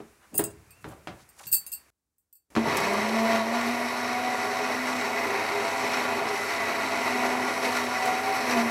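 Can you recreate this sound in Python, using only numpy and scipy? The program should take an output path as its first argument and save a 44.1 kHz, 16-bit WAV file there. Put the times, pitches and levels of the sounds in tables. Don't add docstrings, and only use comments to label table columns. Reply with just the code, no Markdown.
import sys
import numpy as np
from scipy import signal
from scipy.fft import rfft, irfft, next_fast_len
from scipy.io import wavfile
from scipy.ndimage import uniform_filter1d

SR = 44100
rng = np.random.default_rng(int(sys.argv[2]) if len(sys.argv) > 2 else 0)


def store_wav(level_fs):
    pcm = np.round(np.clip(np.atleast_2d(level_fs), -1, 1) * 32767)
    wavfile.write(sys.argv[1], SR, pcm.T.astype(np.int16))


N = 383669
TIME = np.arange(N) / SR
EVENT_TIME = TIME[:SR // 2]
DIP_START_S, DIP_END_S = 1.903, 2.502
SWITCH_ON_S, CRUISE_HZ = 2.552, 250
BITE_S, HISS_RISE_S, SHRED_S = 0.13, 0.13, 0.25

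# frequency_hz, relative_db
ROOM_SPECTRUM = [(25, -16.5), (65, 3), (120, -14), (250, -8.5), (450, -12.5), (1200, -11), (2400, -13),
                 (3200, -22), (7700, -19.5), (10000, -20.5), (15500, -28)]
# frequency_hz, relative_db
LULL_SPECTRUM = [(30, -11.5), (70, 5), (130, -12), (270, -8), (500, -17), (1200, -20.5), (3000, -28),
                 (8000, -21.5), (15500, -28)]
# start_s, peak_db, second_wrist_share (0-1), tilt_db_per_octave,
# favoured_hz (by the point of contact), ring_length_factor
BANGLE_CLINKS = [(.3426, -29.5, 0, -2, 8130, 0.93), (.3516, -23.5, 0.3, 5, 9383, 1.9),
                 (.3783, -9.5, 0.2, 6.5, 9480, 0.59), (.394, -22, 0, 4, 9383, 0.64),
                 (.4389, -17.5, 0, 1, 8100, 0.74), (.5033, -42, 0.1, -6, 9383, 0.64),
                 (.7063, -42, .95, -1, 8700, .8), (1.2905, -40, 0.96, 2, 8700, 0.63),
                 (1.4686, -27.5, 0.7, -2, 14015, 0.74), (1.4775, -28.5, 0.96, 7.5, 8060, 1),
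                 (1.516, -20.5, 0.5, 5.5, 14015, .7), (1.5212, -19, .9, 3.5, 12010, .6),
                 (1.5275, -7, 0.96, 1.5, 14015, 0.93), (1.533, -13.5, 0.3, 8, 15900, .7),
                 (1.5415, -8.5, 0.7, 5.5, 8800, 0.91), (1.566, -19, 0.7, 5, 12005, .8),
                 (1.6646, -26, 0.2, -0.5, 11750, 1.1), (1.7185, -27.5, 0.3, 2, 11750, .9),
                 (1.727, -23.5, 0.85, 0, 8060, 0.99), (1.735, -22.5, 0.6, 15, 11750, 0.73),
                 (2.1824, -33, .4, 10, 8075, 1.2), (2.3276, -20, 0.8, 7, 12005, 0.63),
                 (2.3535, -19.5, 0.86, 5, 8240, 1)]
# pitch_hz, relative_db, t60_s
FIRST_WRIST_MODES = [(2724, -18, .14), (3400, -27, .07), (3817, -26, .11), (4240, -29, .07),
                     (4940, -16, .085), (6478, -13, .085), (7285, -16, .15), (8075, -10, .13),
                     (8220, -17, .07), (9390, -4, .085), (10370, -16, .13), (11745, -9, .13),
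                     (13180, -15, .06), (15120, -7, .08), (15580, -8, .12)]
SECOND_WRIST_MODES = [(1590, -30, .16), (2705, -20, .21), (3935, -32, .12), (4530, -16.5, .21),
                      (4958, -14, .13), (7160, -22, .13), (7500, -15, .17), (7930, -17, .16),
                      (8062, -7.5, .17), (8665, -14, .13), (8702, -8, .15), (9362, -14, .15),
                      (11040, -22, .13), (11775, -10, .14), (11920, -13, .12), (12005, -10, .13),
                      (13965, -9, .12), (14015, -5, .13), (14955, -16, .14), (15605, -12, .11)]
# centre_s, half_length_s, peak_db, band_hz
LID_SCRAPES = [(0.232, 0.026, -50, 1300), (0.347, 0.018, -34, 298), (0.598, 0.13, -47, 85),
               (0.885, 0.069, -44, 9050), (0.887, 0.058, -39, 110), (0.921, 0.017, -39, 855),
               (1.137, 0.098, -46.5, 94), (1.188, 0.031, -48, 905), (1.206, 0.025, -52.5, 5000),
               (1.399, 0.0077, -42, 1696), (1.415, .04, -39, 830), (1.433, 0.058, -39.5, 7340),
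               (1.441, 0.0064, -41.5, 3500), (1.498, 0.056, -46.5, 132), (2.532, 0.046, -48, 355)]
# time_s, pitch_hz, level_db
RIM_SQUEAK = [(.69, 2420, -72), (.715, 2480, -60), (.76, 2750, -65), (.8, 2720, -63), (.84, 2620, -66),
              (.87, 2560, -85)]
# start_s, peak_db, dull_above_hz, rattle_t60_s, jar_ring_db, counter_boom_db
KNOCK_BLOWS = [(0.002, -30.5, 600, 0.19, -1, 12), (.345, -33, 397, .1, 7, 19),
               (0.3925, -16, 1300, 0.17, 1, 16), (.399, -22.5, 900, 0.11, 11, 10),
               (0.843, -27.5, 990, 0.14, -4, 6), (.856, -32, 260, 0.55, -9, 10),
               (1.0727, -22.5, 2040, 0.17, -13.5, 12), (1.092, -35, 900, .22, -6, 21),
               (2.5521, -21, 6000, 0.13, -18, -8), (2.5641, -12.5, 1500, 0.14, 2.5, -3),
               (2.5732, -19, 1300, .09, -1, -4), (2.5816, -28, 1100, .09, 7, 0)]
# pitch_hz, relative_db, t60_s
JAR_MODES = [(80.5, -30, 0.58), (125, -20, 0.67), (177, -26, 0.12), (224, -7.5, 0.22), (291, -8, 0.16),
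             (331, -2, 0.19), (410, 2, 0.13), (438, 3.5, 0.045), (590, -13.5, 0.23), (667, -7.5, .13),
             (753, -2.5, 0.097), (943, -9.5, 0.15), (1236, -18, .16), (1610, -29, 0.13), (1720, -24, .12)]
# start_s, peak_db
BIT_TICKS = [(2.770, -19), (2.803, -29), (2.935, -28), (8.056, -28)]
# centre_hz, width_hz, lift_db
BODY_RESONANCES = [(226.2, 26, 12), (322, 16, 8), (410, 44, 11.5), (670, 110, 10.5), (1122, 84, 5.5),
                   (1432, 93, 7.5), (1520, 115, -4), (1974, 190, 7.5), (2207, 67, 4.5), (2510, 146, 5),
                   (3860, 240, 9), (4210, 240, 6.5), (4610, 200, 8.5), (4736, 155, -6.5), (5430, 320, 8),
                   (5900, 89, 7), (7900, 460, 3.5), (10900, 800, 1)]
# centre_s, half_length_s, churn_db, hiss_db
PASTE_LUMPS = [(2.63, 0.017, -2, -1), (2.675, 0.019, 0, 1), (2.807, 0.067, 1.5, 3.5), (3.03, 0.13, 1, 0.5),
               (3.23, 0.05, 0.5, 1), (3.347, 0.057, 4, 4), (3.446, 0.07, -2, -2.5), (3.666, 0.021, 1, 2.5),
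               (3.89, 0.19, -2, -.5), (4.4, .3, -1.2, -0.6), (4.714, 0.025, 3.5, 0), (4.798, .03, -3, -.5),
               (4.88, 0.018, 1, 1.5), (5.934, 0.13, 2, 1.4), (6.242, 0.054, 1.5, -1.5),
               (6.467, 0.1, -3, 0.5), (7.063, 0.032, 3.5, 2), (7.26, 0.016, 3.5, 3), (7.38, 0.051, 2, 0),
               (7.587, 0.042, -2, -0.5), (7.66, 0.043, 2, 3.5), (7.764, 0.03, 1.5, 4.5),
               (7.913, 0.082, -1.5, 0), (8.068, 0.033, 2.5, 3), (8.23, 0.055, -3, -0.5),
               (8.357, 0.015, -3, 4), (8.508, .03, 2.5, 5), (8.585, 0.03, 4.5, 3)]
# frequency_hz, relative_db
CHURN_SPECTRUM = [(30, -50), (60, -38), (95, -8.5), (160, -13), (260, -8), (520, -4), (700, -4.5),
                  (950, 3.5), (1300, -9.5), (1800, -26), (3000, -14.5), (7000, -51)]
THUD_SPECTRUM = [(30, -45), (70, -10), (170, -11), (340, -5), (480, -5), (900, -36), (2500, -60),
                 (8000, -88)]
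AIR_SPECTRUM = [(400, -23), (1200, 0), (2200, 2.5), (2700, -4.5), (3400, -14.5), (4300, -12), (4850, -11.5),
                (5500, -12), (6300, -11), (6900, -18.5), (9000, -21), (15000, -38)]
SPRAY_SPECTRUM = [(2000, -2.5), (5000, -15), (7500, 2), (8700, -3), (11000, 2.5), (12300, -2.5), (13300, 2),
                  (14100, -13), (15700, -21)]
CHOP_SPECTRUM = [(300, -32), (900, 2), (2400, 0.5), (3200, -6.5), (6000, -8.5), (8000, -14), (15000, -25)]
# centre_s, half_length_s, pitch_hz, level_db
TONE_SWELLS = [(2.88, 0.3, 394, -37), (3.25, .13, 449.6, -38.5), (4.61, 0.19, 411.4, -37.5),
               (5.27, 0.2, 399.8, -37), (5.576, 0.11, 413.3, -34.5), (6.263, 0.23, 403.6, -37),
               (6.537, 0.17, 2012, -37.5), (6.858, 0.12, 689, -39), (7.35, 0.23, 401.6, -38.5),
               (7.664, 0.085, 502, -39.5), (8.523, .06, 487, -35.5), (8.585, 0.04, 694, -29.5)]
# time_s, turns_per_s, hum_db
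SHAFT_RUN = [(2.55, 110, -62), (2.85, 194, -44), (3.05, 217, -32), (3.2, 225, -28), (3.33, 226, -30.5),
             (3.43, 222, -34), (3.55, 237, -34), (3.72, 240.5, -31), (3.95, 245, -38), (4.45, 249, -41.5),
             (4.8, 253.5, -41), (5.05, 249.5, -38.5), (5.4, 258, -48), (5.75, 261, -48), (5.98, 250, -37),
             (6.18, 254, -39), (6.35, 259, -55), (6.6, 268, -51), (6.85, 262, -44), (7.12, 248.5, -36),
             (7.4, 251, -39), (7.6, 256, -45), (7.73, 248.5, -37), (7.88, 245, -36), (8, 253, -43),
             (8.1, 248.5, -38), (8.28, 258, -49), (8.45, 254, -43), (8.6, 236, -29), (8.7, 232, -33)]
# time_s, relative_db
BLADE_TONE = [(2.6, -53), (2.92, -39), (3.1, -44), (3.22, -33), (3.42, -41.5), (3.7, -36.5), (3.9, -47),
              (4.3, -35), (4.7, -43.5), (5.3, -40), (5.7, -44), (5.95, -44), (6.35, -42.5), (6.55, -57),
              (6.9, -52), (7.15, -38.5), (7.65, -42), (7.9, -41), (8.3, -36.5), (8.65, -46)]
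# shaft_multiple, relative_db, phase_wander_rad
BEARING_TONES = [(1.59, -48.5, 1.7), (2, -50.5, 0.38), (2.59, -47, 2), (4, -49, 0.28), (5, -48, 0.32),
                 (6, -50, 0.54), (8, -48, 0.81), (9, -64, 1), (10, -52.5, 0.85)]


def undb(db):
    return 10 ** (np.asarray(db) / 20)


def unit(x):
    return x / np.sqrt(np.mean(x ** 2))


def bell(x, centre, half_width):
    return np.exp(-((x - centre) / half_width) ** 2)


def fade(t, t60):
    return np.exp(-np.log(1000) * t / t60)


def curves(table):
    times, *columns = np.transpose(table)
    return [np.interp(TIME, times, column) for column in columns]


def walk(rate):
    hold = int(SR / rate)
    steps = np.repeat(rng.standard_normal(N // hold + 1), hold)
    return 1.16 * uniform_filter1d(uniform_filter1d(steps, hold), hold)[:N]


def impacts(rate, spread_db):
    hits = rng.random(N) < rate / SR
    return unit(hits * rng.standard_normal(N) * undb(spread_db * rng.standard_normal(N)))


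def filtered(x, order, hz, kind="low"):
    return signal.sosfilt(signal.butter(order, hz, kind, fs=SR, output="sos"), x)


def lift_db(hz, resonances):
    return sum(db / (1 + (2 * (hz - centre) / width) ** 2) for centre, width, db in resonances)


def colour(x, spectrum, resonances=()):
    grid_hz = np.arange(N + 1) * SR / (2 * N) + 1
    hz, db = np.transpose(spectrum)
    shape_db = np.interp(np.log(grid_hz), np.log(hz), db) + lift_db(grid_hz, resonances)
    size = next_fast_len(N, True)
    gain = np.interp(np.arange(size // 2 + 1) * SR / size, grid_hz, undb(shape_db))
    return unit(irfft(rfft(x, size) * gain, size)[:N])


def ring(modes, weight):
    return sum(undb(db) * weight(hz) * rng.choice([-1, 1])
               * np.sin(2 * np.pi * hz * EVENT_TIME) * fade(EVENT_TIME, t60) for hz, db, t60 in modes)


def add(out, start_s, sound, peak_db):
    i = max(int(start_s * SR), 0)
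    out[i:i + len(sound)] += (undb(peak_db) * sound / np.abs(sound).max())[:N - i]


def room_tone(dipped, level_db=-61, lull_db=-85):
    house = colour(rng.standard_normal(N), ROOM_SPECTRUM) * undb(level_db + walk(13))
    lull = colour(rng.standard_normal(N), LULL_SPECTRUM) * undb(lull_db)
    return np.where(dipped, lull, house)


def kitchen(x, wet_db, t60, dull_hz=5000, thin_hz=40):
    tail = rng.standard_normal(len(EVENT_TIME)) * fade(EVENT_TIME, t60) * (EVENT_TIME > 0.004)
    tail = filtered(filtered(tail, 1, dull_hz), 2, thin_hz, "high")
    return x + undb(wet_db) * signal.fftconvolve(x, tail / np.linalg.norm(tail))[:N]


def bangles(tick_db=-9, neighbour_db=-3.5, detune=0.02, damping=0.83, favour_db=7):
    out = np.zeros(N)
    for start_s, peak_db, share, tilt_db, favoured_hz, length in BANGLE_CLINKS:
        def weight(hz):
            return undb(tilt_db * np.log2(hz / 9000) + favour_db * bell(hz, favoured_hz, 200))
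        tone = 0
        for modes, part in ((FIRST_WRIST_MODES, 1 - share), (SECOND_WRIST_MODES, share)):
            free = [(hz, db, t60 * length) for hz, db, t60 in modes]
            neighbour = [(hz * (1 + detune * rng.standard_normal()), db + neighbour_db, t60 * damping)
                         for hz, db, t60 in free]
            tone += part * (ring(free, weight) + ring(neighbour, weight))
        tick = filtered(rng.standard_normal(len(EVENT_TIME)), 4, 7000, "high")
        add(out, start_s, tone + undb(tick_db) * tick * fade(EVENT_TIME, t60=0.028), peak_db)
    return out


def lid_scrapes(grain_db=3):
    out = np.zeros(N)
    grain = undb(grain_db * walk(250))[:len(EVENT_TIME)]
    for centre_s, half_s, peak_db, hz in LID_SCRAPES:
        band_hz = [hz / 2, hz * 1.6]
        friction = rng.standard_normal(len(EVENT_TIME)) * grain
        friction = filtered(filtered(friction, 1, band_hz, "band"), 1, band_hz, "band")
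        add(out, centre_s - 2 * half_s, friction * bell(EVENT_TIME, 2 * half_s, half_s), peak_db)
    return out


def rim_squeak(waver_hz=45, flutter_db=2):
    hz, db = curves(RIM_SQUEAK)
    sliding = (TIME > RIM_SQUEAK[0][0]) & (TIME < RIM_SQUEAK[-1][0])
    level = sliding * undb(db + flutter_db * walk(63))
    return level * np.sin(2 * np.pi * np.cumsum(hz + waver_hz * walk(400)) / SR)


def knocks(rattle_db=12, crack_db=17, scatter_db=1.5):
    out, t = np.zeros(N), EVENT_TIME
    for start_s, peak_db, dull_hz, rattle_t60, ring_db, boom_db in KNOCK_BLOWS:
        envelope = undb(rattle_db) * fade(t, rattle_t60) + undb(crack_db) * fade(t, t60=0.0064)
        clatter = filtered(rng.standard_normal(len(t)) * envelope, 1, [90, 2000], "band")
        boom = filtered(rng.standard_normal(len(t)), 2, [90, 300], "band") * fade(t, t60=0.29)
        jar = ring(JAR_MODES, lambda hz: undb(ring_db + scatter_db * rng.standard_normal()))
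        add(out, start_s, filtered(clatter + undb(boom_db) * boom + jar, 1, dull_hz), peak_db)
    return out


def hard_bits():
    out, t = np.zeros(N), TIME[:SR // 8]
    for start_s, peak_db in BIT_TICKS:
        tick = rng.standard_normal(len(t)) * fade(t, t60=0.037)
        add(out, start_s, filtered(tick, 1, [3500, 11000], "band"), peak_db)
    return out


def running_s():
    return np.maximum(TIME - SWITCH_ON_S, 0)


def biting_db(rise_s, idle_db=-8):
    return idle_db * np.clip(1 - (running_s() / rise_s) ** 2, 0, 1)


def whole_leaves():
    return np.exp(-running_s() / SHRED_S)


def paste_load(whole_leaves_db=7, leaf_hiss_share=0.26, thinning_db_per_s=0.2):
    running = running_s()
    leaves_db = whole_leaves_db * whole_leaves()
    thinning_db = thinning_db_per_s * (running - running[-1] / 2)
    churn_db = biting_db(BITE_S) + leaves_db
    hiss_db = biting_db(HISS_RISE_S) + leaf_hiss_share * leaves_db + thinning_db
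    for centre_s, half_s, lump_churn_db, lump_hiss_db in PASTE_LUMPS:
        lump = bell(TIME, centre_s, half_s)
        churn_db += lump_churn_db * lump
        hiss_db += lump_hiss_db * lump
    return churn_db, hiss_db


def slosh(x, depth_db=1, rate=6, count=14):
    size = next_fast_len(N, True)
    spectrum = rfft(x, size)
    place = np.sqrt(np.linspace(0, 1, len(spectrum))) * count
    bands = (irfft(spectrum * np.clip(1 - abs(place - k), 0, 1), size)[:N] for k in range(count))
    return sum(band * undb(depth_db * walk(rate)) for band in bands)


def tone_swells(waver_hz=11, flutter_db=2):
    out = np.zeros(N)
    for centre_s, half_s, hz, db in TONE_SWELLS:
        phase = 2 * np.pi * np.cumsum(hz + waver_hz * walk(50)) / SR
        level = undb(db + flutter_db * walk(40)) * bell(TIME, centre_s, half_s)
        out += np.sqrt(2) * level * np.sin(phase)
    return out


def chopping(load_db, base_db=-42, load_power=1.5):
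    slap = fade(TIME[:SR // 20], t60=0.03)
    energy = np.abs(signal.fftconvolve(impacts(220, spread_db=0) ** 2, slap ** 2)[:N])
    slaps = colour(rng.standard_normal(N) * np.sqrt(energy), CHOP_SPECTRUM, BODY_RESONANCES)
    return slaps * undb(base_db + load_power * load_db)


def shaft_tones(turns_per_s, turns, hum_db, load_db, flutter_db=1.6, swell_db=1.5, body_share=0.38):
    def tone(multiple, db, wander_rad):
        level = undb(db + flutter_db * walk(25) + swell_db * walk(6))
        return np.sqrt(2) * level * np.sin(2 * np.pi * multiple * turns + wander_rad * walk(30))

    def through_body(multiple, db, wander_rad):
        body_db = body_share * lift_db(multiple * turns_per_s, BODY_RESONANCES)
        return tone(multiple, db + body_db, wander_rad) * (turns_per_s / CRUISE_HZ) ** 0.96

    hum = tone(1, hum_db, wander_rad=0.21)
    blades = through_body(3, curves(BLADE_TONE)[0] + 2 * walk(9), wander_rad=0.24)
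    bearings = undb(load_db / 2 - 3) * sum(through_body(*row) for row in BEARING_TONES)
    mains = undb(-58) * np.sin(2 * np.pi * 100 * TIME)
    return hum + blades + bearings + mains


def motor_kick(start_s=2.565, peak_db=-21, rise_s=0.03):
    out, t = np.zeros(N), EVENT_TIME
    envelope = fade(t, t60=0.31) * (1 - fade(t, rise_s))
    add(out, start_s, np.sin(2 * np.pi * BODY_RESONANCES[0][0] * t) * envelope, peak_db)
    return out


def grinder(throb=0.12, attack_s=0.032):
    turns_per_s, hum_db = curves(SHAFT_RUN)
    churn_db, hiss_db = paste_load()
    turns = np.cumsum(turns_per_s) / SR
    pulse = 1 + throb * (np.cos(2 * np.pi * turns) + 1.34 * np.cos(4 * np.pi * turns))
    surge = undb(0.1 * walk(45))
    cuts = impacts(6000, spread_db=1.5) * pulse * surge
    churn = colour(cuts, CHURN_SPECTRUM, BODY_RESONANCES) * undb(churn_db - 32)
    leaf_hits = impacts(500, spread_db=0.5)
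    thuds = colour(leaf_hits, THUD_SPECTRUM) * undb(biting_db(BITE_S) - 30) * whole_leaves()
    turbulence = rng.standard_normal(N) * pulse * undb(1.2 * walk(60))
    air = colour(turbulence, AIR_SPECTRUM, BODY_RESONANCES) * undb(hiss_db - 33.5)
    droplets = rng.standard_normal(N) * pulse * surge
    spray = colour(droplets, SPRAY_SPECTRUM, BODY_RESONANCES) * undb(hiss_db - 48)
    rush = churn + thuds + slosh(air + spray) + chopping(hiss_db)
    tones = shaft_tones(turns_per_s, turns, hum_db, churn_db) + tone_swells()
    power = np.minimum(running_s() / attack_s, 1)
    return power * (rush + tones) + motor_kick()


def scene(dip_db=-24):
    dipped = (TIME > DIP_START_S) & (TIME < DIP_END_S)
    clinks = kitchen(bangles(), wet_db=-7.5, t60=0.16, dull_hz=8000)
    contacts = knocks() + hard_bits() + lid_scrapes() + rim_squeak()
    contacts = kitchen(contacts, wet_db=-16.5, t60=0.37, dull_hz=1990)
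    house = room_tone(dipped)
    grinding = kitchen(grinder(), wet_db=-14.5, t60=0.29, thin_hz=690)
    return (house + undb(dip_db * dipped) * (clinks + contacts) + grinding)[None]


def record(dry, bass_hz=50, top_hz=15750):
    thin = filtered(dry, 3, bass_hz, "high")
    return signal.sosfilt(signal.ellip(10, 0.2, 80, top_hz, fs=SR, output="sos"), thin)


dry = scene()
out = record(dry)
store_wav(out)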